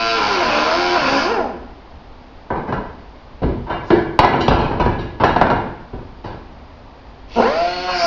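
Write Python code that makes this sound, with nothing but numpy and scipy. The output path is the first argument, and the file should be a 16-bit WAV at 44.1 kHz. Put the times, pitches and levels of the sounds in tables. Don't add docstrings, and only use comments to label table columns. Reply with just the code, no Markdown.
import sys
import numpy as np
from scipy import signal
from scipy.fft import rfft, irfft, next_fast_len
from scipy.io import wavfile
from scipy.ndimage import uniform_filter1d, map_coordinates

SR = 44100
rng = np.random.default_rng(int(sys.argv[2]) if len(sys.argv) > 2 else 0)


def output_pcm(signal):
    pcm = np.clip(np.atleast_2d(signal).T, -1, 1) * 32767
    wavfile.write(sys.argv[1], SR, np.round(pcm).astype(np.int16))


N = 355446
TIME_S = np.arange(N) / SR
START_S = 7.357
TOUCH_S, PRESS_S = 7.85, 0.14
STALL_HZ, REST_HZ = 91.89, 25


def amp(db):
    return 10 ** (np.asarray(db) / 20)


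def unit(x):
    return x / np.sqrt(np.mean(x ** 2) + 1e-20)


def along(points, hz):
    pitches, values = np.transpose(points)
    return np.interp(np.log(hz + 1), np.log(pitches + 1), values)


def ramp(start_s, length_s):
    return np.clip((TIME_S - start_s) / length_s, 0, 1)


def bump(peak_s, width_s):
    return np.exp(-((TIME_S - peak_s) / width_s) ** 2)


def wobble(rate):
    return map_coordinates(rng.standard_normal(int(N * rate / SR) + 4), [TIME_S * rate])


def filtered(x, response):
    size = next_fast_len(len(x) + 8192)
    return irfft(rfft(x, size) * response(np.fft.rfftfreq(size, 1 / SR)), size)[:len(x)]


def coloured(x, spectrum):
    return unit(filtered(x, lambda hz: amp(along(spectrum, hz))))


def band(x, low_hz, high_hz, order=3):
    return signal.sosfilt(signal.butter(order, [low_hz, high_hz], "band", fs=SR, output="sos"), x)


def workshop():
    # pitch_hz, level_db
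    air_spectrum = [(12, -31), (20, -5.5), (65, -3.5), (81, -16), (98, -25.5), (215, -15.5), (249, -9.5),
                    (333, -17.5), (887, -15.5), (1450, -26), (4920, -36), (6930, -55), (9010, -73),
                    (15200, -120)]
    air = amp(-41) * coloured(rng.standard_normal(N), air_spectrum)
    rumble = unit(band(rng.standard_normal(N), 5.1, 73, order=2))
    return air + amp(-42 + 1.9 * wobble(9.8)) * rumble


def room_fade(x):
    # pitch_hz, fade_s
    fade_times = [(100, 0.65), (260, 0.81), (700, 0.61), (1840, 0.76), (4850, 0.61)]
    hz, t, spectrum = signal.stft(x, SR, nperseg=256)
    fade = amp(-60 * t / along(fade_times, hz)[:, None])
    return signal.istft(spectrum * fade, SR, nperseg=256)[1][:len(x)]


def in_room(x, echo_db):
    tail = room_fade(rng.standard_normal(SR))
    tail *= amp(echo_db) / np.linalg.norm(tail)
    return (x + signal.fftconvolve(x, tail)[:N]) / np.hypot(1, amp(echo_db))


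def lid_slide(start_s=3.82, length_s=0.085):
    sliding = ramp(start_s, length_s) * (1 - ramp(start_s + length_s, 0.014))
    hiss = unit(band(rng.standard_normal(N), 3600, 5600, order=2))
    return in_room(amp(-46) * sliding * hiss, echo_db=3)


def clinks():
    # start_s, level_db
    jolts = [(2.722, -45.5), (3.695, -47), (4.192, -35), (4.406, -26), (4.481, -36.5), (4.798, -39),
             (5.007, -43), (5.238, -30.5), (5.5, -43)]
    # pitch_hz, level_db, fade_s (to fall 60 dB)
    part_tones = [(2825, -2, 0.32), (2900, -5.5, 0.34), (3890, -5.5, 0.19), (4005, -8, 0.27),
                  (4190, -7, 0.19), (4580, -10, .4), (5040, -10, 0.28), (5640, -14.5, 0.25),
                  (5720, -14.5, 0.18), (6500, -22, 0.32), (6970, -27.5, 0.16)]
    hz, db, fade_s = np.transpose(part_tones)[:, :, None]
    out, t = np.zeros(N + SR), np.arange(SR) / SR
    attack = 1 - np.exp(-t / 0.0014)
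    for start_s, level_db in jolts:
        fade = amp(db + rng.normal(0, 2.2, hz.shape) - 60 * t / fade_s)
        ring = fade * np.sin(2 * np.pi * (hz * t + rng.random(hz.shape)))
        out[round(start_s * SR):][:SR] += amp(level_db) * ring.sum(axis=0) * attack
    return in_room(out[:N], echo_db=-3)


def peaky_noise(spacing_hz, depth_db):
    heights = rng.standard_normal(2000)

    def response(hz):
        peaks = 2 * np.tanh(map_coordinates(heights, [hz / spacing_hz], mode="mirror") / 2)
        return amp(np.clip(hz / 2500, 0, 1) * depth_db * peaks)
    return filtered(rng.standard_normal(SR), response)


def steel_ring(favoured_hz):
    # (to fall 60 dB, at the longest)
    steel_tones = [(245, -5, .5), (339, -1, .7), (385, -4, .5), (431, -5, .7), (587, -7, .35),
                   (716, -5, .5), (910, -7, .6), (985, -6, .5), (1304, -12, .6), (1370, -9, .6),
                   (1540, -10, .8), (1674, -10.5, .9), (1774, -14, .8), (1965, -16, .8), (2023, -16, .8),
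                   (2110, -18, .8), (2315, -18, .6), (2620, -17, .5), (2821, -14, .6), (2930, -15, .6),
                   (3090, -16, .6), (3640, -14, .6), (3876, -13, .55), (3989, -18, .5), (4221, -16, .5),
                   (4511, -16, .5), (5060, -24, .45), (5636, -26, .45)]
    hz, db, fade_s = np.transpose(steel_tones)[:, :, None]
    fade_s = fade_s * rng.uniform(0.62, 1, hz.shape)
    db = db + 9 * np.exp(-(np.log(hz / favoured_hz) / 0.081) ** 2) + rng.normal(0, 2.3, hz.shape)
    t = np.arange(2 * SR // 3) / SR
    offset_hz = rng.uniform(2.66, 13.26, hz.shape)
    throb = np.cos(2 * np.pi * (offset_hz * t + 0.17 * rng.standard_normal(hz.shape)))
    waves = np.sin(2 * np.pi * (hz * t + rng.random(hz.shape)))
    ring = np.sum(amp(db - 60 * t / fade_s) * throb * waves, axis=0)
    return np.pad(ring, (0, SR - len(t)))


def blow(hardness, favoured_hz, ring_db):
    # pitch_hz, level_db
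    clatter_spectrum = [(30, 1), (70, -1.5), (135, 3), (240, 2.5), (330, -1.5), (550, 0.5), (1000, 4.5),
                        (1200, -8.5), (1550, -9), (1900, -19), (2400, -13), (3300, -17), (4500, -23.5),
                        (5600, -32.5), (7000, -51.5)]
    t = np.arange(SR) / SR
    clatter = room_fade(coloured(peaky_noise(spacing_hz=75, depth_db=8.5), clatter_spectrum))
    snap = coloured(rng.standard_normal(SR), clatter_spectrum)
    snap += amp(-14.5) * unit(band(rng.standard_normal(SR), 2500, 4600))
    crack = hardness ** 2 * snap * amp(12 - 60 * t / 0.057)
    ring = amp(ring_db + 0.4 * hardness) * steel_ring(favoured_hz)
    attack_s = 0.00017 + 0.0071 * (1 - hardness) ** 3
    return (clatter + crack + ring) * (1 - np.exp(-t / attack_s))


def knocks(rebound_s=0.055, rebound_db=-10):
    # start_s, level_db, boom_db, bass_db, treble_db, hardness (0-1), ring_db, favoured_hz
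    blows = [(2.503, -21.5, -10.5, -2, -30, 0.57, -10, 944), (2.561, -42, -3, 11, -10, 0.5, -11, 3700),
             (2.675, -28, -5.5, 2.5, -19.5, 0.17, -13, 600),
             (2.724, -22, -9.5, -7, -23.5, 0.86, -2.5, 1350), (3.417, -31, 6, 12, -16.5, .3, -6.5, 246),
             (3.432, -29.5, 9, 8, -15.5, 0.67, -4.5, 387), (3.665, -31, -15.5, -3.5, -19.5, 0, -7, 960),
             (3.695, -22, -15.5, -6, -17.5, 0, -1, 2880), (3.903, -16.5, -10, 8.5, -14, 0.6, 1.5, 362),
             (4.19, -6.5, -14, -9.5, -14, 1, -7, 995), (4.232, -14.5, -16.5, -4, -20, 0.6, -0.5, 2020),
             (4.326, -20, -17, 1, -15, .1, -3.5, 2040), (4.406, -25.5, -4, 4.5, -5.5, 0.5, 5.5, 2800),
             (4.48, -15, -1.5, -2.5, -11, 0.9, -19, 563), (4.508, -17, -9, 1, -20, 0.72, -2, 1430),
             (4.585, -22.5, -4, 0.5, -12, 0.2, -9.5, 4220), (4.705, -24.5, -4, 0.5, -23, 0.2, -10, 417),
             (4.797, -16.5, -4, -3, -16.5, 0.6, -5.5, 1000), (4.86, -23, -5, 5.5, -18.5, 0.8, -4, 1710),
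             (4.985, -36, 4.5, 7.5, -5, 0.2, 1.5, 3500), (5.198, -18, -8, -3, -17, 0.22, -12, 1436),
             (5.236, -11, -14, -8.5, -16.5, 0.8, -2.5, 1659), (5.361, -15, -11.5, -6, -19.5, 0.9, 0, 710),
             (5.412, -10.5, -12.5, -7, -20.5, 0.98, -6, 715),
             (5.501, -15.5, -12, -4.5, -19, 0.71, -5.5, 715), (5.626, -39, 0, 8.5, -23, .3, -4, 1560),
             (5.93, -37.5, 8.5, 8, -20, 0.47, -7.5, 410), (6.24, -32, -2, 0, -13, 0.23, -6.5, 1010),
             (6.31, -47.5, 2, 6, -17, 0.4, -2, 1370)]
    out = np.zeros(N + SR)
    for start_s, level_db, boom_db, bass_db, treble_db, hardness, ring_db, favoured_hz in blows:
        bands = (22, 110.4, boom_db), (127, 452, bass_db), (526, 2000, 0), (2010, 6700, treble_db)
        for delay_s, loss_db in ((0, 0), (rebound_s, rebound_db)):
            hit = blow(hardness, favoured_hz, ring_db)
            for low_hz, high_hz, band_db in bands:
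                part = band(hit, low_hz, high_hz)
                part /= np.std(part[:SR // 25])
                out[round((start_s + delay_s) * SR):][:SR] += amp(level_db + loss_db + band_db) * part
    return out[:N]


def shaft_speed(free_hz=182.4, kick_hz=56.46, drag_hz_per_s=110):
    # time_s, speed_hz
    first_cut = [(0, 113.9), (.13, 114), (.164, 114), (.2, 107), (.3, 101.6), (.4, 88.6), (.47, 77),
                 (.54, 72.7), (.65, 78), (.716, 79.6), (.774, 87.7), (.85, 89.3), (.95, 88), (1.05, 65.8),
                 (1.15, 68), (1.23, 77.6), (1.27, 91), (1.32, 120), (1.345, 113.5)]
    times_s, speeds_hz = np.transpose(first_cut)
    coasted_s = np.maximum(TIME_S - times_s[-1], 0)
    first_run = np.interp(TIME_S, times_s, speeds_hz) * np.exp(-coasted_s / 0.225)
    driven_s = np.maximum(TIME_S - START_S - 0.043, 0)
    second_run = free_hz - (free_hz - kick_hz) * np.exp(-driven_s / 0.09)
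    drag_hz = drag_hz_per_s * np.cumsum(ramp(TOUCH_S, PRESS_S)) / SR
    return np.maximum(np.where(TIME_S < START_S, first_run, second_run - drag_hz), REST_HZ)


def burr_chatter(speed_hz, jolt):
    slowing = uniform_filter1d(np.maximum(-np.gradient(speed_hz), 0) * SR, SR // 20)
    skipping = 0.08 + 0.02275 * np.maximum(STALL_HZ - speed_hz, 0) + 0.002002 * slowing
    return np.clip(skipping + jolt, 0, 0.804)


def strikes(turns, scatter, spread_db):
    whole_turns, samples = np.arange(1, int(turns[-1])), np.arange(N)
    timing, strength = rng.standard_normal((len(whole_turns), 2)).T
    at = np.interp(whole_turns + np.interp(whole_turns, turns, scatter) * timing, turns, samples)
    size = amp(spread_db * strength) / np.sqrt(np.interp(at, samples, np.gradient(turns)))
    nearby = at.astype(int)[:, None] + np.arange(-7, 9)
    offset = nearby - at[:, None]
    pulse = np.sinc(offset) * np.cos(np.pi * offset / 16) ** 2
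    return np.bincount(np.clip(nearby, 0, N - 1).ravel(), (size[:, None] * pulse).ravel(), N)


def tank_wall(hz):
    # pitch_hz, width_hz, level_db
    resonances = [(402, 130, -19), (528, 73, -5.5), (707, 87, 0), (1015, 55, 5), (1390, 80, 2),
                  (1700, 120, -5), (2333, 110, -16), (2570, 180, -11.5), (3056, 38, -12.5)]
    return sum((-1) ** k * amp(db) * 1j * hz * width / (pitch ** 2 - hz ** 2 + 1j * hz * width)
               for k, (pitch, width, db) in enumerate(resonances))


def shifting(x, depth_db):
    spectrum = signal.stft(x, nperseg=512)[2]
    patches = uniform_filter1d(rng.standard_normal(spectrum.shape), size=6, axis=0)
    patches = unit(uniform_filter1d(patches, size=14, axis=1))
    return unit(signal.istft(spectrum * amp(depth_db * patches), nperseg=512)[1][:N])


def rasp_and_hiss(turns, cut, chatter, pressed):
    # pitch_hz, level_db
    spectrum = [(100, -6), (250, 2), (1200, -7.5), (2000, -1.5), (2550, 0.5), (3000, -3), (3450, -6),
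                (3900, -3), (4350, -3), (4490, 0), (4630, -3), (5100, -2), (5600, -10), (6300, -16),
                (7000, -31.5)]
    hiss = unit(rng.standard_normal(N) * (1 + 0.5 * np.cos(8 * np.pi * turns)))
    hiss = shifting(hiss, depth_db=2.5)
    hiss_share = np.clip(0.02 + 1.8 * chatter + 0.2 * (1 - pressed), 0, 1)
    return coloured(np.sqrt(1 - hiss_share) * cut + np.sqrt(hiss_share) * hiss, spectrum)


def shaft_tones(multiples, speed_hz, turns, housing=True):
    # pitch_hz, half_width_hz, lift_db
    resonances = [(251, 38, 9), (359.4, 16, 7.5), (471.5, 12, 7), (675, 27, 7), (812, 45, 6),
                  (998, 83, 7.5), (1390, 43, 6), (4310, 110, 16)]
    grid_hz = np.arange(SR // 4)
    lift_db = housing * sum(db * np.exp(-((grid_hz - hz) / width) ** 2) for hz, width, db in resonances)
    out = np.zeros(N)
    for multiple, db in multiples:
        waver_db = 2.5 * wobble(18)
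        gain = amp(db + waver_db + np.interp(multiple * speed_hz, grid_hz, lift_db))
        out += gain * np.sin(2 * np.pi * (multiple * turns + rng.random()))
    return out


def vanes(speed_hz, turns, chatter, pressed, gliding):
    # shaft_multiple, level_db
    low_tones = [(1, -18.5), (2, -15), (3, -11), (4, 2), (5, -12)]
    # shaft_multiple, level_db
    overtones = [(6, -6.5), (7, -10.5), (8, 3), (9, -7), (11, -5.5), (12, -3.5), (14, -9.5), (16, -5.5),
                 (20, -12.5), (24, -12)]
    racing_hz = speed_hz - STALL_HZ
    low_gain = amp(-26.5 - 1.2 * pressed - 1.6 * chatter + 0.0471 * racing_hz)
    high_gain = amp(-29.5 + 0.56 * chatter - 0.0888 * racing_hz + 3 * gliding)
    flutter = unit(1 + 0.35 * wobble(160))
    return (low_gain * shaft_tones(low_tones, speed_hz, turns)
            + high_gain * flutter * shaft_tones(overtones, speed_hz, turns))


def clean_bite(vane_sound, speed_hz, turns, slip_s=0.13):
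    # shaft_multiple, level_db
    whine_tones = [(6, 4), (9, -0.5), (12, 0), (22, -2.5), (23, -6), (25, -12), (26, -8.5), (34, -5),
                   (35, -6), (39, -7.5), (40, -11), (41, -7.5), (44, -10)]
    biting = 1 - ramp(slip_s, 0.04)
    whine = amp(-26.5) * biting * shaft_tones(whine_tones, speed_hz, turns, housing=False)
    return amp(-5.5 * biting) * vane_sound + whine


def grinder(lift_s=1.213, shut_s=1.273):
    speed_hz = shaft_speed()
    opened = ramp(START_S, 0.031)
    valve = 1 - ramp(shut_s, 0.055) + opened
    leak = amp(-1.5) * (ramp(START_S - 0.08, 0.08) - opened)
    coasting = amp(1.5) * (1 - valve) * (speed_hz > REST_HZ) * np.minimum(speed_hz / 83, 1) ** 3
    starting = opened - ramp(START_S + 0.095, 0.19)
    freed = bump(1.37, 0.09)
    graze = bump(7.895, 0.03)
    touch = ramp(TOUCH_S, PRESS_S)
    pressed = 1 - ramp(lift_s, 0.055) + touch / 2
    chatter = (1 - 0.6 * freed) * burr_chatter(speed_hz, jolt=0.35 * starting + 0.37 * graze)
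    jerk = (0.004 + 0.028 * chatter ** 2) * wobble(70)
    turns = np.cumsum(speed_hz * (1 + jerk)) / SR

    tone = vanes(speed_hz, turns, chatter, pressed, gliding=freed + starting)
    tone = clean_bite(tone, speed_hz, turns)
    cut = strikes(turns, 0.0086 * chatter, spread_db=0.1)
    skips = unit(strikes(4 * turns, 0.16 + 0.13 * chatter, spread_db=5.5))
    rasp = unit(filtered(np.sqrt(1 - chatter ** 2) * cut + chatter * skips, tank_wall))
    rasp *= amp(-34.5 + 14.06 * pressed + 1.8 * chatter + 15.5 * graze - 7 * freed)
    rasp *= valve + amp(-1.5) * coasting
    bright = (valve + leak) * amp(-31 + 8 * pressed) * rasp_and_hiss(turns, cut, chatter, pressed)
    squeal = amp(-24.5) * touch ** 2 * unit(band(cut + 0.98 * skips, 4450, 5420, order=2))
    pressure = amp(0.92 * chatter * wobble(25))
    tone *= (valve + coasting) * amp(3 * starting + 1.5 * freed + 2.8 * chatter * wobble(35))
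    return in_room(tone, echo_db=-6) + in_room(pressure * (rasp + bright) + squeal, echo_db=2)


def scene():
    return (grinder() + lid_slide() + knocks() + clinks() + workshop())[None]


def record(dry):
    overload, treble_limit_hz, top_hz = 1.1, 7084, 15300
    rounded = dry[0] / (1 + np.abs(dry[0] / overload) ** 6) ** (1 / 6)
    dulled = signal.sosfilt(signal.ellip(10, 0.2, 80, treble_limit_hz, fs=SR, output="sos"), rounded)
    return filtered(np.clip(dulled, -1, 1), lambda hz: hz < top_hz)[None]


dry = scene()
out = record(dry)
output_pcm(out)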